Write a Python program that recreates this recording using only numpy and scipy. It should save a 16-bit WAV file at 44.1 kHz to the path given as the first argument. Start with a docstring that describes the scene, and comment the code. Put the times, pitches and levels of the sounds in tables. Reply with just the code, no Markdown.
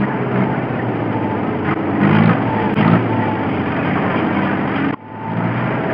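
"""In an open yard a four-cylinder tractor diesel drives a screw log splitter, heard on a dull microphone.
The engine coasts down, barks at short blips of throttle, idles and picks up again. Its firings are a
periodic excitation: the exhaust sounds their harmonics, the block drones and knocks, the panels ring,
and the casing sings as the speed passes its resonances. Impacts ring loose parts and the splitter's
steel. The level drops out briefly four times."""
import sys
import numpy as np
from scipy import signal
from scipy.fft import rfft, irfft, next_fast_len
from scipy.io import wavfile
from scipy.ndimage import uniform_filter1d

SR = 44100
rng = np.random.default_rng(int(sys.argv[2]) if len(sys.argv) > 2 else 0)


def unload_wav(signal):
    """Save mono or channel-first audio to the path in sys.argv[1] as 16-bit WAV at rate SR, clipped to [-1, 1]."""
    wavfile.write(
        sys.argv[1],
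        SR,
        np.round(np.clip(np.atleast_2d(signal).T, -1, 1) * 32767).astype(np.int16),
    )


N = 261513
TIME = np.arange(N) / SR
FFT_SIZE = next_fast_len(N, True)
FFT_HZ = np.maximum(np.arange(FFT_SIZE // 2 + 1) * SR / FFT_SIZE, 1)


def from_db(db):
    """Amplitude ratio of a level in decibels."""
    return 10 ** (np.asarray(db) / 20)


def rms_one(x):
    """Normalisation to unit power."""
    return x / np.sqrt(np.mean(x ** 2) + 1e-20)


def in_time(rows):
    """Linear interpolation of each column of a time curve at every sample."""
    times, *columns = np.transpose(rows)
    return [np.interp(TIME, times, column) for column in columns]


def trapezoid(start, end, rise_s, fall_s):
    """Linear envelope: rises from start, holds at 1, falls from end."""
    return np.clip((TIME - start) / rise_s, 0, 1) * np.clip(1 - (TIME - end) / fall_s, 0, 1)


def drift(corner_hz):
    """Random modulation: low-passed noise of unit power."""
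    spectrum = rfft(rng.standard_normal(FFT_SIZE)) / (1 + (FFT_HZ / corner_hz) ** 2)
    return rms_one(irfft(spectrum, FFT_SIZE)[:N])


def shaped(x, spectrum):
    """Spectral weighting by a gain curve, falling 24 dB an octave above its last point."""
    hz, db = np.transpose(spectrum)
    gain = from_db(np.interp(np.log(FFT_HZ), np.log(hz), db)) / np.maximum(FFT_HZ / hz[-1], 1) ** 4
    return irfft(rfft(x, FFT_SIZE) * gain, FFT_SIZE)[..., :N]


def coloured(x, spectrum):
    """Spectral weighting at unit power."""
    return rms_one(shaped(x, spectrum))


def resonance(x, hz, width_hz):
    """Forced response of two equal two-pole resonators in series, at unit power."""
    radius = np.exp(-np.pi * width_hz / SR)
    b = np.array([1, 0, -1]) * (1 - radius ** 2) / 2
    a = [1, -2 * radius * np.cos(2 * np.pi * hz / SR), radius ** 2]
    return rms_one(signal.lfilter(b, a, signal.lfilter(b, a, x)))


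def fuel_feeds():
    """Fuel drives exhaust and knock: gives the throttle (0-1) and the extra knock [dB]."""
    # blips and light holds of fuel: (start [s], end [s], throttle [0-1], extra knock [dB])
    feeds = [(-.04, 0.025, 0.22, 3.5), (0.311, 0.431, 0.3, 2.5), (1.645, 1.721, 0.2, 6.5),
             (2.001, 2.308, 0.52, 7), (2.743, 2.954, 0.47, 3.5), (3.662, 4.91, 0.08, 1.5),
             (5.252, 5.488, 0.22, -1), (5.533, 5.758, 0.14, -0.5)]
    throttle, knock_db = 0, 0
    for start, end, opening, db in feeds:
        feed = trapezoid(start, end, rise_s=.047, fall_s=.03)
        throttle = throttle + opening * feed
        knock_db = knock_db + db * feed ** .18  # the low power makes the knock lead the exhaust
    return np.clip(throttle, 0, 1), knock_db


def knocks(firings, ring_s, uneven_db, random_share, rise_s=0):
    """Impulse excitation: each firing starts a damped burst, part its cylinder's own, part new noise."""
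    # strength of each cylinder in firing order: (level [dB])
    cylinder_db = [.6, .2, -.2, -.5]
    onsets = np.flatnonzero(np.diff(np.floor(firings), prepend=-1) > 0)
    strength = from_db(uneven_db * rng.standard_normal(len(onsets)))
    age = TIME[:SR // 10]
    envelope = np.exp(-age / ring_s) * (1 - np.exp(-age / (rise_s + 1 / SR)))
    repeating, power, cylinders = 0, 0, len(cylinder_db)
    for k, db in enumerate(cylinder_db):
        blows = np.zeros(N)
        blows[onsets[k::cylinders]] = strength[k::cylinders] * from_db(db)
        repeating = repeating + signal.oaconvolve(blows, envelope * rng.standard_normal(len(age)))[:N]
        power = power + signal.oaconvolve(blows ** 2, envelope ** 2)[:N]
    fresh = np.sqrt(np.abs(power)) * rng.standard_normal(N)
    return np.sqrt(1 - random_share) * rms_one(repeating) + np.sqrt(random_share) * rms_one(fresh)


def bunching(firings, throttle, swing_db=5):
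    """Amplitude modulation at the firing rate: throttle gathers sound into knocks, at even power."""
    gain = from_db(swing_db * throttle * np.cos(2 * np.pi * (firings - .2)))
    return gain / np.sqrt(uniform_filter1d(gain ** 2, size=2400))


def hiss(sound):
    """Envelope following: a thin, high noise rises and falls with the sound."""
    # spectrum of the hiss: (frequency [Hz], level [dB])
    spectrum = [(9000, -33), (12500, -11.5), (13900, -2), (15500, -8)]
    loudness = rms_one(np.sqrt(np.abs(uniform_filter1d(sound ** 2, size=400))))
    return from_db(-84.5) * loudness * coloured(rng.standard_normal(N), spectrum)


def sizzle(sound, carrier_hz=8000):
    """Ring modulation: faint sidebands mirror the sound on both sides of a carrier."""
    # weighting of the sidebands: (frequency [Hz], gain [dB])
    sidebands = [(3000, -71.5), (4000, -4), (4600, -10.5), (4900, -19), (5200, -26.5), (5500, -39.5),
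                 (5750, -58.5), (6000, -54), (6400, -68.5), (6700, -56), (7100, -75.5), (7700, -65),
                 (8300, -66), (8900, -75), (12000, -76)]
    return shaped(2 * sound * np.cos(2 * np.pi * carrier_hz * TIME), sidebands)


def tick(at_s=2.7425):
    """A single impulse has a flat spectrum: one short, bright click."""
    return from_db(-25) * (np.arange(N) == round(at_s * SR))


def level_drops():
    """Gain modulation: the level falls within a millisecond and recovers."""
    # dips: (time [s], depth [dB], recovery [s], exponent [1], under 1 for a late recovery)
    drops = [(1.742, -24, .019, 1), (2.742, -28, .018, .7), (4.9115, -21, .0135, .35),
             (4.945, -22.5, .45, 1.5)]
    db = 0
    for at_s, depth_db, recovery_s, bend in drops:
        db = db + depth_db * (TIME >= at_s) * np.clip(1 - (TIME - at_s) / recovery_s, 0, 1) ** bend
    return uniform_filter1d(from_db(db), size=44)


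def overload_cracks(decay_s=.00049, gain_db=9.5):
    """Broadband transients: short, bright overload cracks at the loudest peaks of the throttle blips."""
    # cracks: (time [s], relative level [dB])
    cracks = [(2.05, -18), (2.236, -13.5), (2.258, -13), (2.273, -10), (2.293, -15), (2.879, -6),
              (2.899, -23.5), (2.914, -14), (2.934, -24.5)]
    # colour of a crack: (frequency [Hz], gain [dB])
    spectrum = [(200, -11), (450, 3.5), (1400, -1), (2500, -3), (3300, -1), (4000, -3)]
    out, age = np.zeros(N), TIME[:SR // 100]
    for at_s, db in cracks:
        burst = np.exp(-age / decay_s) * rng.standard_normal(len(age))
        start = int(at_s * SR)
        out[start:start + len(age)] += from_db(db + gain_db) * burst / np.linalg.norm(burst)
    return shaped(out, spectrum)


def splitter_chatter(hits_per_s=720):
    """Modal ringing: quick, uneven runs of contacts excite the splitter's steel."""
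    # modes of the steel: (frequency [Hz], bandwidth [Hz], relative level [dB])
    modes = [(2187, 180, 0.5), (2475, 56, -1.5), (2793, 290, -4), (3114, 230, -3.5)]
    # bursts of contact: (time [s], duration [s], level [dB])
    bursts = [(2.117, 0.09, -29), (2.76, 0.072, -30), (3.48, .05, -36.5), (3.527, 0.055, -36),
              (3.705, 0.04, -36), (3.831, .06, -32), (3.881, .04, -34.5), (3.962, .07, -39),
              (4.139, .085, -33), (4.348, .04, -36.5), (4.4, .06, -35), (4.734, 0.039, -36.5),
              (4.93, 0.023, -39.5)]
    hits = rng.random(N) < hits_per_s / SR
    ringing, envelope = 0, 0
    for hz, width, db in modes:
        blows = hits * rng.uniform(.36, 1, N) * rng.choice([-1, 1], N) + 1e-18
        ringing = ringing + from_db(db) * resonance(blows, hz, width)
    for at_s, length_s, db in bursts:
        progress = np.clip((TIME - at_s) / length_s, 0, 1)
        envelope = envelope + from_db(db) * np.sqrt(np.abs(np.sin(np.pi * progress)))
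    return envelope * rms_one(ringing)


def rattles(rise_s=.0083, width_hz=91):
    """Damped vibration: loose parts ring briefly, a random walk of phase broadening each tone."""
    # rings of loose parts: (time [s], frequency [Hz], peak level [dB])
    rings = [(.03, 1895, -25.5), (0.099, 1735, -23.5), (0.412, 1580, -30), (.412, 2170, -29),
             (0.534, 1530, -25), (.789, 1880, -25.5), (1.687, 2017, -23.5), (1.707, 1305, -19),
             (1.952, 1900, -27.5), (2.03, 1905, -21), (2.161, 2416, -31), (2.22, 2260, -29),
             (2.287, 1254, -15), (2.578, 1920, -23.5), (2.823, 1970, -21), (2.874, 1203, -15),
             (2.928, 1310, -15.5), (3.187, 1950, -30), (3.219, 1924, -23.5), (3.748, 1970, -28),
             (3.763, 1513, -31), (3.789, 2490, -27), (3.902, 2035, -24.5), (3.966, 1120, -20),
             (4.044, 1055, -21.5), (4.134, 995, -21), (4.173, 2357, -28.5), (4.36, 2150, -25.5),
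             (4.492, 1443, -19.5), (4.511, 1864, -30.5), (4.749, 2516, -35.5), (4.812, 1970, -28.5),
             (4.83, 1523, -24.5), (4.935, 1080, -18.5), (5.719, 1956, -28), (5.836, 1620, -27),
             (5.89, 1710, -23.5)]
    out, age = np.zeros(N + SR), TIME[:SR // 8]
    envelope = age / rise_s * np.exp(1 - age / rise_s)
    for at_s, hz, db in rings:
        wander = np.cumsum(rng.standard_normal(len(age))) * np.sqrt(2 * np.pi * width_hz / SR)
        phase = 2 * np.pi * hz * age + uniform_filter1d(wander, size=88)
        start = int(at_s * SR)
        out[start:start + len(age)] += from_db(db) * envelope * np.sin(phase)
    return out[:N]


def casing_whine(firing_hz, centre_hz=882, pull=.4, waver_db=1.5, wobble_rad=.45):
    """Forced vibration: the casing whines in set spells, its pitch pulled along by the engine speed."""
    # spells of whining: (start [s], end [s], level [dB])
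    spells = [(.06, .15, -28), (.43, .52, -25), (1.1, 1.35, -25.5), (2.06, 2.32, -33), (2.44, 2.68, -21.5),
              (2.77, 2.96, -31), (3.08, 3.34, -22.5), (3.34, 3.46, -28), (4.93, 5.3, -22)]
    out, flutter, wobble = 0, from_db(waver_db * drift(30)), wobble_rad * drift(40)
    for start, end, db in spells:
        envelope = trapezoid(start, end, rise_s=.04, fall_s=.04)
        midway_hz = np.interp((start + end) / 2, TIME, firing_hz)
        pitch = centre_hz * (1 + pull * (firing_hz / midway_hz - 1))
        out = out + from_db(db) * envelope * np.sin(2 * np.pi * np.cumsum(pitch) / SR + wobble)
    return flutter * out


def casing_rings(firing_hz, throttle, pull=.22, waver_db=2.6, wobble_rad=.55):
    """Resonance: each casing mode swells and fades as the engine passes its critical speed."""
    # modes: (firing rate [Hz], its span [Hz], frequency [Hz], level [dB], full-throttle gain [dB])
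    modes = [(50.8, 4.4, 326, -5, -10), (61.5, 1.5, 648, -11, 0), (57.5, 1.8, 1295, -17, 17),
             (50.2, 1.6, 1290, -11, 16)]
    # gain common to the modes: (time [s], level [dB])
    level_curve = [(0, -32), (.6, -39), (1.0, -38), (1.15, -24.5), (1.33, -25), (1.45, -28), (2.0, -26.5),
                   (2.6, -29.5), (3.3, -30), (3.7, -34.5), (4.85, -27), (4.97, -28), (5.28, -26),
                   (5.4, -27), (5.93, -17)]
    common_db, = in_time(level_curve)
    out, flutter, wobble = 0, from_db(waver_db * drift(36)), wobble_rad * drift(54)
    for critical_hz, span_hz, hz, db, throttle_db in modes:
        in_tune = 1 / np.sqrt(1 + (2 * (firing_hz - critical_hz) / span_hz) ** 6)
        pitch = hz * (1 + pull * (firing_hz / critical_hz - 1))
        tone = np.sqrt(2) * np.sin(2 * np.pi * np.cumsum(pitch) / SR + wobble)
        out = out + from_db(db + throttle_db * throttle) * in_tune * tone
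    return from_db(common_db) * flutter * out


def panels(firings, throttle, idle_db=-17.5):
    """Plate resonance: firings ring the sheet metal, the more so under throttle."""
    # panel modes: (frequency [Hz], bandwidth [Hz], relative level [dB])
    modes = [(644, 26, -27), (883, 110, -24), (1271, 46, -33.5), (1460, 140, -41), (1900, 700, -34.5),
             (2200, 88, -51), (3192, 120, -50)]
    blows = knocks(firings, ring_s=.006, uneven_db=2.5, random_share=.7)
    ringing = sum(from_db(db) * resonance(blows, hz, width) for hz, width, db in modes)
    return (from_db(idle_db) + throttle) * bunching(firings, throttle) * ringing


def phasey_sweep(x, lag_s=.0044, sway=.204, delayed_db=-4.5):
    """Comb filtering: a wandering short delay gives the clatter a shifting, phasey, metallic colour."""
    lag = lag_s * np.exp(sway * drift(2.13))
    return rms_one(x + from_db(delayed_db) * np.interp(TIME - lag, TIME, x))


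def treble_shelf(x, corner_hz=2640):
    """Shelving filter: the treble rises and falls along a curve."""
    # gain of the treble: (time [s], level [dB])
    treble_curve = [(0, -7), (.8, -2.5), (2.05, -3.5), (2.26, -3.5), (2.72, 2), (2.9, 0.5), (3.6, -1.5),
                    (4.0, -5.5), (4.9, -1.5), (5.4, -7), (5.93, -3)]
    treble_db, = in_time(treble_curve)
    treble = signal.sosfiltfilt(signal.butter(3, corner_hz, "high", fs=SR, output="sos"), x)
    return x + (from_db(treble_db) - 1) * treble


def clatter(firings, throttle, surge_s=.061):
    """Impact noise of valves and injectors; throttle mixes in a shorter, harder knock."""
    # spectrum of the impacts: (frequency [Hz], level [dB])
    spectrum = [(500, -14.5), (800, -2), (1000, 1.5), (1150, 0.5), (1350, 1.5), (1700, -1.5), (1950, -2.5),
                (2350, -5.5), (2600, -9), (3100, -12.5), (3500, -23.5), (4000, -35)]
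    # passing swells and dips: (time [s], level [dB])
    surges = [(2.6, 2), (2.8, 2.5), (3.24, 2.5), (3.65, 2), (3.861, 2), (4.25, -0.5), (4.68, -2.5),
              (4.769, 2.5)]
    loose = knocks(firings, ring_s=.016, uneven_db=1, random_share=.45, rise_s=.007)
    hard = knocks(firings, ring_s=.007, uneven_db=1.2, random_share=.5, rise_s=.002)
    hardness = .5 * throttle
    impacts = np.sqrt(1 - hardness) * coloured(loose, spectrum)
    impacts += np.sqrt(hardness) * coloured(hard, spectrum)
    surge_db = sum(db * np.exp(-((TIME - at_s) / surge_s) ** 2) for at_s, db in surges)
    return from_db(surge_db) * bunching(firings, throttle) * treble_shelf(phasey_sweep(impacts))


def block_hum(firings, firing_hz, waver_db=4.5):
    """Unequal cylinders put lines between the harmonics, which swell at the block's resonances."""
    # lines of the four-firing cycle: (multiple of the firing rate [1], level [dB])
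    orders = [(2.25, -9), (2.5, -5), (3.5, -6), (3.75, 0), (4, -2), (4.25, 0), (4.5, -3), (4.75, 1),
              (5, -3), (5.25, -9), (5.5, -1), (5.75, 0), (6, -3), (6.25, -7), (6.5, 2), (6.75, -7), (7, -7),
              (7.5, -7), (8, -6), (8.5, -1), (9, -4)]
    # response of the block: (frequency [Hz], gain [dB])
    response = [(110, -4), (165, -6), (190, -6), (215, 0), (245, 0), (274, 6), (300, 1), (322, 5),
                (360, -5), (418, 3.5), (480, -5), (600, -7)]
    body_hz, body_db = np.transpose(response)
    knots = np.linspace(0, TIME[-1], 40)
    tones = 0
    for multiple, db in orders:
        waver = np.interp(TIME, knots, waver_db * rng.standard_normal(len(knots)))
        level = from_db(db + np.interp(multiple * firing_hz, body_hz, body_db) + waver)
        slip = np.interp(TIME, knots, np.cumsum(rng.normal(0, .24, len(knots))))
        tones = tones + level * np.cos(2 * np.pi * (multiple * firings + rng.random() + slip))
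    return rms_one(tones)


def block_drone(firings, firing_hz, throttle, thud_db=-3, hum_db=-3.5, throttle_db=2.5):
    """Structure-borne sound: the block thuds and hums with the firings, swelling under throttle."""
    # spectrum of the thuds: (frequency [Hz], level [dB])
    spectrum = [(20, -54), (45, -26.5), (80, -9), (120, 2), (170, 1), (210, 5.5), (275, -6.5), (365, -4),
                (425, -3), (560, -4.5), (660, -3.5), (800, -4.5), (1000, -10), (1400, -46)]
    blows = knocks(firings, ring_s=.028, uneven_db=.8, random_share=.55, rise_s=.002)
    thud = from_db(thud_db) * coloured(blows, spectrum)
    hum = from_db(hum_db) * block_hum(firings, firing_hz)
    return from_db(throttle_db * throttle) * (thud + hum)


def exhaust(firings, firing_hz, throttle, puff_db=-32, chug_db=1.5):
    """Source and filter: in-phase harmonics pulse through the pipe; throttle adds treble and a puff."""
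    # harmonics: (multiple of the firing rate [1], coasting level [dB], level of the throttle's part [dB])
    harmonics = [(1, -55, -33), (2, -25, -21), (3, -36, -10.5), (4, -36, -14.5), (5, -43, -25),
                 (6, -36, -21), (7, -45, -24), (8, -45, -26), (9, -45, -27)]
    # resonances of the pipe: (frequency [Hz], gain [dB])
    response = [(92, -10), (101, -6), (108, 2), (120, 3.5), (126, 3), (134, -1), (158, -2), (171, 3),
                (182, 1), (195, 6), (207, 3.5), (220, 2.5), (236, -2.5), (258, -11), (290, -4),
                (350, -11.5)]
    pipe_hz, pipe_db = np.transpose(response)
    note = 0
    for multiple, coasting_db, throttle_db in harmonics:
        waver_db = .9 * (1.5 - throttle) * drift(4.3)
        pipe = from_db(np.interp(multiple * firing_hz, pipe_hz, pipe_db) + waver_db)
        drive = from_db(coasting_db) + throttle * from_db(throttle_db)
        note = note - np.sqrt(2) * pipe * drive * np.cos(2 * np.pi * multiple * firings)
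    gas = knocks(firings, ring_s=.007, uneven_db=1.5, random_share=.5)
    puff = resonance(gas, hz=205, width_hz=130)
    chug = from_db(chug_db * (1 - throttle) * drift(22))  # pulses are least even when coasting
    return chug * note + throttle * from_db(puff_db) * puff


def scene():
    """Superposition: one crankshaft times exhaust, block and panels; casing and loose steel join in."""
    # engine speed: (time [s], firing rate [Hz])
    speed = [(0, 67.29), (.33, 62.51), (.47, 66.42), (.75, 61.21), (1.2, 54.37), (1.63, 48.37),
             (1.75, 50.14), (2.0, 48.57), (2.33, 58.23), (2.74, 50.78), (2.97, 58.88), (3.3, 52.58),
             (3.67, 46.22), (4.25, 49.25), (4.91, 47.25), (4.97, 52.59), (5.25, 55.08), (5.7, 62.04),
             (5.93, 61.88)]
    # balance as the microphone moves: (time [s], exhaust level [dB], drone level [dB], clatter level [dB])
    balance = [(0, -0.5, -21.5, -30), (.6, -1.5, -19.5, -30), (1.05, -3, -20, -31),
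               (1.55, -0.5, -18.5, -29.5), (1.85, -0.5, -19.5, -30), (2.3, -1.5, -17, -28),
               (3.3, 0.5, -18, -28.5), (3.6, 3, -18.5, -28), (4.1, -5.5, -17, -24), (4.8, -1.5, -19, -26.5),
               (5.05, -3.5, -21, -28), (5.3, -4.5, -24, -30.5), (5.6, -1, -22.5, -25),
               (5.93, -10.5, -18.5, -28)]
    firing_hz, = in_time(speed)
    exhaust_db, drone_db, clatter_db = in_time(balance)
    throttle, knock_db = fuel_feeds()
    # running count of firings, slightly delayed and jittered
    firings = np.cumsum(firing_hz) / SR - .0015 * firing_hz[0] + .012 * drift(8)
    mix = from_db(exhaust_db) * exhaust(firings, firing_hz, throttle)
    mix += from_db(drone_db) * block_drone(firings, firing_hz, throttle)
    mix += from_db(clatter_db + knock_db) * clatter(firings, throttle)
    mix += panels(firings, throttle) + overload_cracks() + rattles() + splitter_chatter()
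    mix += casing_rings(firing_hz, throttle) + casing_whine(firing_hz)
    return (mix * level_drops())[None]


def record(dry, ceiling=.85, microphone_hz=4150, cutoff_hz=15700):
    """Saturation and band limiting: a dull microphone with rounded peaks, faint sizzle, hiss and a tick."""
    rounded = dry / (1 + (dry / ceiling) ** 8) ** .125
    dull = signal.sosfilt(signal.cheby1(10, .3, microphone_hz, fs=SR, output="sos"), rounded)
    out = dull + sizzle(dull) + hiss(dull) + tick()
    return signal.sosfilt(signal.cheby1(10, .3, cutoff_hz, fs=SR, output="sos"), out)


dry = scene()
out = record(dry)
unload_wav(out)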